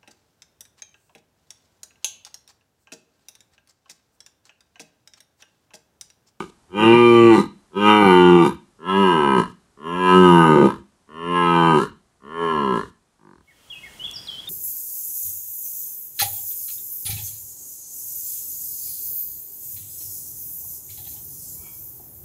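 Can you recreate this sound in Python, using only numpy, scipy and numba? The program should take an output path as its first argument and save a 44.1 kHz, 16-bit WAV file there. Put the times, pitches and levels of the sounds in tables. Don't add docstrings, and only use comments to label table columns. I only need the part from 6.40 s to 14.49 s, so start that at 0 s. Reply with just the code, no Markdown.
import sys
import numpy as np
from scipy import signal
from scipy.fft import rfft, irfft, next_fast_len
from scipy.io import wavfile
from scipy.ndimage import uniform_filter1d, minimum_filter1d, map_coordinates
from numba import njit

SR = 44100
rng = np.random.default_rng(int(sys.argv[2]) if len(sys.argv) > 2 else 0)


def waveform_to_disk(signal):
    frames = np.transpose(np.atleast_2d(signal))
    scaled = np.clip(frames, -1, 1) * 32767
    samples = np.round(scaled).astype(np.int16)
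    wavfile.write(sys.argv[1], SR, samples)


def rack_gain(trim_db):
    fader = np.asarray(trim_db, float)
    return 10 ** (fader / 20)


N = 356769
STEP = 32

# time_s, pulse_rate_hz, effort_db, mouth_opening_db
TAIL = [(0.0, 56, -24, -0.5), (0.082, 51.5, -52, -17), (0.1, 51.7, -49, -13.5)]
FIRST = [(0.289, 83, -60, -7), (0.362, 101.3, -22.5, -10.5), (0.4, 107.8, -20, -1), (0.5, 115.6, -5, -11),
         (0.566, 120.4, -11, -8), (0.874, 115.5, -8, -13), (0.949, 107.8, -10.5, -7.5),
         (1.002, 86.42, -14, -10), (1.07, 52.6, -47.5, -3)]
SECOND = [(1.312, 74.74, -60, -8), (1.372, 100.8, -22, -7.5), (1.492, 106.5, -14, 2.5),
          (1.596, 105.7, -14.5, -2), (1.705, 90.9, -11, -4), (1.958, 87.93, -7.5, -12.5),
          (2.026, 82.26, -14, -5.5), (2.07, 66.24, -14, -6.5), (2.159, 48.56, -57, 0.5)]
THIRD = [(2.39, 74.03, -51.5, -6.5), (2.494, 95.04, -25, 3), (2.604, 99.74, -14.5, -5),
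         (2.699, 88.7, -17, 0), (2.8, 73.97, -19.5, 0), (2.954, 64.43, -18.5, 0.5), (3.0, 56.18, -14.5, -4),
         (3.044, 49.2, -39, 8), (3.12, 43.23, -51, -14)]
FOURTH = [(3.37, 66.4, -53.5, -4.5), (3.47, 83.3, -31.5, 0.8), (3.598, 92, -23, -2),
          (3.696, 91.64, -16.5, 2.5), (3.802, 92.43, -4.5, -9.5), (4.041, 81.58, -14.5, 0),
          (4.265, 67.04, -9.5, -13), (4.305, 57.17, -35, 9), (4.4, 41.6, -56.5, -6)]
FIFTH = [(4.66, 66.73, -87, 4), (4.692, 73.5, -51, -1.5), (4.779, 82.28, -39, 1.2),
         (4.902, 87.8, -24.5, -2.5), (4.97, 87.83, -22.5, 3.5), (5.296, 82.68, -16.5, 0.6),
         (5.38, 72.12, -14.5, -5), (5.44, 52, -25.5, -1.5), (5.502, 44.7, -63.5, 6.7)]
SIXTH = [(5.8, 64, -73, 6), (5.842, 67.2, -45.5, -3), (5.936, 83.1, -38, 2), (6.028, 85, -23, -2),
         (6.126, 78.6, -25, 2.5), (6.344, 59.9, -21.5, -2.1), (6.378, 54.77, -23, -2),
         (6.424, 46.28, -37, 4.5), (6.5, 40.95, -56, -17)]
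CREAK = [(6.792, 54.6, -65, -2), (6.858, 50.7, -51, -4), (6.93, 45.66, -51.5, -3.5),
         (6.967, 39.5, -56, -4.5), (7.03, 36.16, -66, -0.5)]
ROARS = [
    TAIL,
    FIRST,
    SECOND,
    THIRD,
    FOURTH,
    FIFTH,
    SIXTH,
    CREAK,
]
CLEAR_SNAPS = [0.003, 0.9999, 2.077, 2.998, 4.286, 5.452, 6.392, 6.87]
# relaxed_hz, stretched_hz (resonance near 1270 Hz), stretch_time_s,
# start_gape_0_to_1, end_gape_0_to_1
POSTURE = [(1164, 1300, 0.025, .99, 0.87), (1241.6, 1158, 0.53, 1, 1), (1282, 1165, .52, 0.9, 0.7),
           (1361, 1270, 0.26, .05, .01), (1408, 1222, .55, 0, .7), (1451, 1236, 0.522, .01, 0.3),
           (1441, 1320, 0.48, .01, 0), (1190, 1200, 0.089, 0, .05)]
ROUGHNESS = [(.2, .6), (.12, .55), (.1, .55), (.08, .25), (.08, .35), (.08, .25), (.08, .25), (.03, .02)]
# time_s, added_roughness_0_to_1
CATCHES = [(.43, .05), (.54, .07), (1.65, .12), (4.16, .1), (4.22, .16)]
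# snout_db, rasp_db, breath_db
AIM = [(3, -28.5, -37), (-1, -25, -46), (-4.5, -25.5, -47.5), (-7.5, -30, -39.5), (-9.5, -28.5, -42.5),
       (-7.5, -29.5, -39.5), (-11, -31.5, -36.5), (-28, -28, -48)]

# pitch_hz, width_hz, level_db, wide_jaw_gain_db
CHEST = [(186, 37.4, 6, -3.5), (376.8, 23.9, 9.5, -1.5), (516, 57, -9, 1), (580, 17, -9, -15.5)]
# pitch_hz, width_hz, level_db, wide_jaw_gain_db
MOUTH = [(716, 76, -13.5, -9.5), (846, 38, -2, 5), (983.7, 45, 6, -1), (1273.4, 15, 4, 5),
         (1579, 26, -1.5, 1.5)]
# pitch_hz, width_hz, level_db, wide_jaw_gain_db
SNOUT = [(2063, 92, -6, 7), (2385, 41, -10, 15), (2793, 101, 0.5, -2.5), (3137, 50, -2.5, 4.5)]
# pitch_hz, width_hz, level_db, wide_jaw_gain_db
NOSE = [(3652, 90, -3, 7), (4018, 49, 5, 3.5), (4560, 110, -10.5, -0.5), (5070, 78, -11, 1.5),
        (5570, 120, -10.5, -5), (7310, 500, -13.5, 2), (9470, 250, -7, -4.5), (10570, 560, -13, 0),
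        (13200, 1200, -27, -0.5)]
# pitch_hz, level_db_per_hz
RASP = [(2940, -36.5), (5000, -22), (5580, 3), (6250, -12.5), (7170, -8.5), (8030, -17.5), (8460, -1),
        (9700, -10.5), (15500, -35.5)]
# pitch_hz, level_db_per_hz
BREATH = [(1500, -43), (2500, -2), (4000, 1.8), (4800, -3), (7000, -1.5), (10000, -6), (12500, -15.5),
          (15500, -35.5)]

# time_s, level_db
SIGHS = [(.03, -48.5), (1.05, -49), (2.129, -53), (3.092, -55), (4.37, -53), (5.5, -47), (6.46, -51.5),
         (7.0, -56)]
# pitch_hz, level_db_per_hz
SIGH_AIR = [(15, -28.5), (40, 0.0), (80, 0.5), (140, -12.5), (300, -41.0), (20000, -120)]
# start_s, length_s, start_hz, end_hz, level_db
WHISTLES = [(7.071, 0.031, 2200, 2190, -61), (7.099, 0.024, 2130, 1776, -61.5),
            (7.295, 0.023, 3400, 3230, -40.5), (7.316, .024, 3030, 2740, -40.5),
            (7.347, 0.032, 2550, 2570, -47.5), (7.427, 0.027, 2120, 2180, -44),
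            (7.452, 0.031, 2080, 1770, -50), (7.589, 0.0406, 2840, 3090, -41),
            (7.631, 0.0252, 3147, 3490, -34), (7.657, .011, 3230, 3330, -33),
            (7.667, .014, 2996, 2720, -43), (7.729, 0.021, 5620, 5540, -43), (7.751, .02, 5550, 4720, -36),
            (7.772, 0.015, 4690, 4690, -45), (7.868, .011, 4700, 3620, -39.5),
            (7.878, .024, 3473, 3180, -34.5), (7.904, 0.074, 3130, 3053, -44),
            (7.973, .03, 3080, 3395, -40.5), (8.067, .04, 3690, 3537, -36)]
# start_s, peak_db
TWIG = [
    (7.7125, -27),
]
# pitch_hz, level_db_per_hz
TWIG_CRACKLE = [(1500, -70.5), (4500, -8.5), (8000, -2.5), (11000, -11), (16000, -20.5)]

# pitch_hz, t60_s
TREES = [(150, 0.4), (500, 0.2), (1500, 0.28), (4000, 0.37), (12000, 0.05)]
# pitch_hz, t60_s
MEADOW_EDGE = [(2000, 0.478), (6000, 0.88)]
# pitch_hz, level_db_per_hz
WOOD_AIR = [(15, -28), (25, 5), (101, -6), (410, -14.5), (509, -18), (970, -15.5), (2560, -27), (8580, -27),
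            (11200, -32.5), (15500, -60.5)]
# pitch_hz, level_db_per_hz
MEADOW_AIR = [(15, -29), (25, 8), (101, 1.5), (253, -6.5), (1580, -12), (2180, -14), (2370, -15),
              (3270, -7), (3640, -16.5), (8390, -16.5), (15600, -23.5)]


def stag():
    rate_hz, effort_db, open_db = curves(np.concatenate(ROARS))
    rate_hz = uniform_filter1d(rate_hz, size=1500)
    stretch, gape, rough, snout_db, rasp_db, breath_db = posture()
    snaps = folds(rate_hz, rough)
    puff_s = .005
    puff = signal.lfilter([1], [1, -np.exp(-1 / (puff_s * SR))], np.abs(snaps)) + .25
    puffed_air = puff * rng.standard_normal(N)

    weak_db, weak_damping = -27, 1.8
    leak = np.clip(75 / rate_hz, 1, 3) ** 0.96
    leak = leak * (1 + weak_damping * np.clip((weak_db - effort_db) / 20, 0, 1))

    bright = scattered(snaps, t60=.05, share=1.3)
    to_chest = snaps + 0.13 * rough * puffed_air
    chest = cavity(to_chest, CHEST, stretch, gape, leak ** .4, lo_hz=95, hi_hz=764, drift=0.48)
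    to_mouth = scattered(snaps, t60=.03, share=.4) + (.002 + .05 * rough) * puffed_air
    mouth = cavity(to_mouth, MOUTH, stretch, gape, leak, lo_hz=640, hi_hz=1750, drift=.5)
    to_snout = bright + (.007 + .1 * rough) * puffed_air
    snout = cavity(to_snout, SNOUT, stretch ** .3, gape, leak, lo_hz=1900, hi_hz=3400, drift=1.2)
    to_nose = bright + (.03 + .2 * rough) * puffed_air
    nose = cavity(to_nose, NOSE, stretch ** .1, gape, leak, lo_hz=3400, hi_hz=14500, drift=1)
    rasp = nose + rack_gain(-12) * unit(puff * hiss(RASP))

    voice = chest + rack_gain(open_db) * mouth
    voice = voice + rack_gain(snout_db + 0.88 * open_db) * snout
    voice = voice + rack_gain(rasp_db + 0.91 * open_db) * rasp
    voice = voice + rack_gain(breath_db) * hiss(BREATH)
    return rack_gain(effort_db) * sounding(ROARS, fade_s=0.0065) * voice


def posture():
    t = np.arange(N) / SR
    starts = np.array([r[0][0] for r in ROARS])
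    ends = np.array([r[-1][0] for r in ROARS])
    which = np.searchsorted(starts - .05, t) - 1
    since = np.clip(t - starts[which], 0, None)
    left = np.clip(ends[which] - t, 0, None)
    done = since / (since + left)

    rest_hz, spring_back_s, overshoot = 1270, .13, 1.05
    relaxed_hz, stretched_hz, pull_s, first, last = np.transpose(POSTURE)[:, which]
    pulled_hz = relaxed_hz + (stretched_hz - relaxed_hz) * np.clip(since / pull_s, 0, 1)
    let_go = np.clip(1 - left / spring_back_s, 0, 1)
    throat_hz = pulled_hz + (overshoot * relaxed_hz - pulled_hz) * let_go
    gape = np.clip(first + (last - first) * done, 0, 1)

    settle_s, break_s, tiring, catch_s = .07, .13, .04, .03
    onset, ending = np.transpose(ROUGHNESS)[:, which]
    breaking = np.clip(1 - left / break_s, 0, 1) ** .8
    rough = onset * np.exp(-since / settle_s) + ending * breaking + tiring * done ** 2
    rough = rough + sum(r * np.exp(-((t - s) / catch_s) ** 2) for s, r in CATCHES)

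    snout_db, rasp_db, breath_db = np.transpose(AIM)[:, which]
    snout_db = snout_db - 9.5 * done - 4.5 * breaking
    snout_db = snout_db - 12.5 * np.exp(-since / .06)
    spent = np.clip(1 - left / 0.17, 0, 1)
    return throat_hz / rest_hz, gape, rough, snout_db, rasp_db + 18 * spent, breath_db + 30 * spent


def folds(rate_hz, rough):
    cycles = np.cumsum(rate_hz) / SR
    for roar, s in zip(ROARS, CLEAR_SNAPS):
        first = max(0, int((roar[0][0] - .05) * SR))
        cycles[first:] += -cycles[int(s * SR)] % 1
    k = np.arange(1, int(cycles[-1]))
    luck = rng.standard_normal((1200, 2))[:len(k)]
    r = rough[np.searchsorted(cycles, k)]
    at = np.interp(k + (.001 + .15 * r) * luck[:, 0], cycles, np.arange(N))
    taps = np.floor(at)[:, None] + np.arange(-7, 9)
    offset = taps - at[:, None]
    shape = np.sinc(offset) * np.cos(np.pi * offset / 16) ** 2
    snaps = shape * rack_gain((.15 + 5 * r) * luck[:, 1])[:, None]
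    return np.bincount(np.clip(taps, 0, N - 1).astype(int).ravel(), snaps.ravel(), N)


def scattered(x, t60, share):
    t = np.arange(SR // 20) / SR
    spread = unit(rack_gain(-60 * t / t60) * rng.standard_normal(len(t))) / np.sqrt(len(t))
    return x + share * signal.fftconvolve(x, spread)[:N]


def cavity(x, modes, stretch, gape, leak, lo_hz, hi_hz, drift):
    y = np.zeros(N)
    for k, (hz, width_hz, db, jaw_db) in enumerate(modes):
        keep = np.exp(-np.pi * width_hz * leak[::STEP] / SR)
        turn = 2 * np.pi * hz * stretch[::STEP] * (1 + 0.017 * drift * wobble(5)) / SR
        level = rack_gain(db + gape[::STEP] * jaw_db + 3.3 * drift * wobble(6))
        gain = (-1) ** k * (1 - keep) * level
        y += ring(x, 2 * keep * np.cos(turn), keep, gain, STEP)
    y = signal.sosfilt(signal.butter(2, [lo_hz, hi_hz], "band", fs=SR, output="sos"), y)
    power = uniform_filter1d(uniform_filter1d(y * y, size=2400), size=2400)
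    return y / np.sqrt(np.abs(power) + 1e-12)


@njit
def ring(x, pull, keep, gain, step):
    y = np.zeros(len(x))
    for i in range(2, len(x)):
        j = i // step
        y[i] = gain[j] * (x[i] - x[i - 2]) + pull[j] * y[i - 1] - keep[j] * keep[j] * y[i - 2]
    return y


def wobble(rate):
    return map_coordinates(rng.standard_normal(200), [np.arange(0, N, STEP) * rate / SR])


def sighs():
    t = np.arange(N) / SR
    sigh_s = .04
    swell = sum(rack_gain(db) * np.exp(-((t - s) / sigh_s) ** 2) for s, db in SIGHS)
    flow = uniform_filter1d(sounding(ROARS[:-1], fade_s=0.0036), size=3000)
    late_flow = np.pad(uniform_filter1d(flow, size=12000), (7000, 0))[:N]
    swell = swell + rack_gain(-45.5) * flow * late_flow
    return swell * hiss(SIGH_AIR)


def bird():
    song, t = np.zeros(N), np.arange(N) / SR
    attack_s, release_s, swell_db_per_octave = 0.0104, 0.0037, 19
    for s, length, start_hz, end_hz, db in WHISTLES:
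        u = np.clip((t - s) / length, 0, 1)
        rise = np.clip((t - s) / min(attack_s, length / 2), 0, 1)
        fall = np.clip((s + length - t) / release_s + 1, 0, 1)
        swell_db = swell_db_per_octave * np.log2(end_hz / start_hz) * (u - .5)
        hz = start_hz + (end_hz - start_hz) * u
        tone = np.sin(2 * np.pi * np.cumsum(hz) / SR)
        song += np.sqrt(2) * rack_gain(db + swell_db) * (rise * fall) ** 2 * tone
    return song


def twig():
    t = np.arange(N) / SR
    burst = sum(rack_gain(db - 3) * (t > s) * np.exp(-np.abs(t - s) / 0.001) for s, db in TWIG)
    return burst * hiss(TWIG_CRACKLE)


def echoes(x, t60s, gap):
    hz, t, z = signal.stft(rng.standard_normal(SR), SR, nperseg=256)
    tail = signal.istft(z * rack_gain(-60 * t / along(t60s, hz)[:, None]), SR, nperseg=256)[1]
    delayed = np.pad(x, (int(gap * SR), 0))
    return signal.fftconvolve(delayed, tail / np.linalg.norm(tail))[:N]


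def air():
    t = np.arange(N) / SR
    fade_at_s, fade_s = 6.995, .6
    fade = np.clip((t - fade_at_s) / fade_s, 0, 1)
    wood = rack_gain(-58.5 - 0.8 * t) * (1 - fade) ** 3 * hiss(WOOD_AIR)
    meadow = rack_gain(-47) * fade * hiss(MEADOW_AIR)
    return wood + meadow


def hiss(spectrum):
    return unit(filtered(rng.standard_normal(N), lambda hz: rack_gain(along(spectrum, hz))))


def filtered(x, response):
    m = next_fast_len(N + SR // 2)
    return irfft(rfft(x, m) * response(np.fft.rfftfreq(m, 1 / SR)), m)[:N]


def unit(x):
    return x / np.sqrt(np.mean(x ** 2) + 1e-20)


def along(points, hz):
    f, v = np.transpose(points)
    return np.interp(np.log(hz + 1), np.log(f + 1), v)


def curves(rows):
    s, *cols = np.transpose(rows)
    return [np.interp(np.arange(N) / SR, s, c) for c in cols]


def sounding(tables, fade_s):
    t = np.arange(N) / SR
    total = np.zeros(N)
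    for rows in tables:
        inside = np.minimum(t - rows[0][0], rows[-1][0] - t)
        total += np.clip((inside + fade_s) / fade_s, 0, 1)
    return total.clip(0, 1)


def scene():
    roar, song = stag(), bird()
    wood = roar + rack_gain(-17) * echoes(roar, TREES, gap=.02)
    meadow = rack_gain(5.0) * song + rack_gain(1) * echoes(song, MEADOW_EDGE, gap=0.0092)
    return (wood + meadow + sighs() + twig() + air())[None]


def band_limit(x):
    return signal.sosfilt(signal.butter(12, 15730, fs=SR, output="sos"), x)


def record(dry):
    x = filtered(dry[0], lambda hz: (1j * hz / (1j * hz + 60)) ** 2 * (hz < 15730))
    need = minimum_filter1d(np.minimum(1, 1.03 / (np.abs(x) + 1e-9)), size=441)
    x = x * uniform_filter1d(need, size=441)
    x = x / (1 + np.abs(x / .99) ** 30) ** (1 / 30)
    return band_limit(x[None])


dry = scene()
out = record(dry)
waveform_to_disk(out)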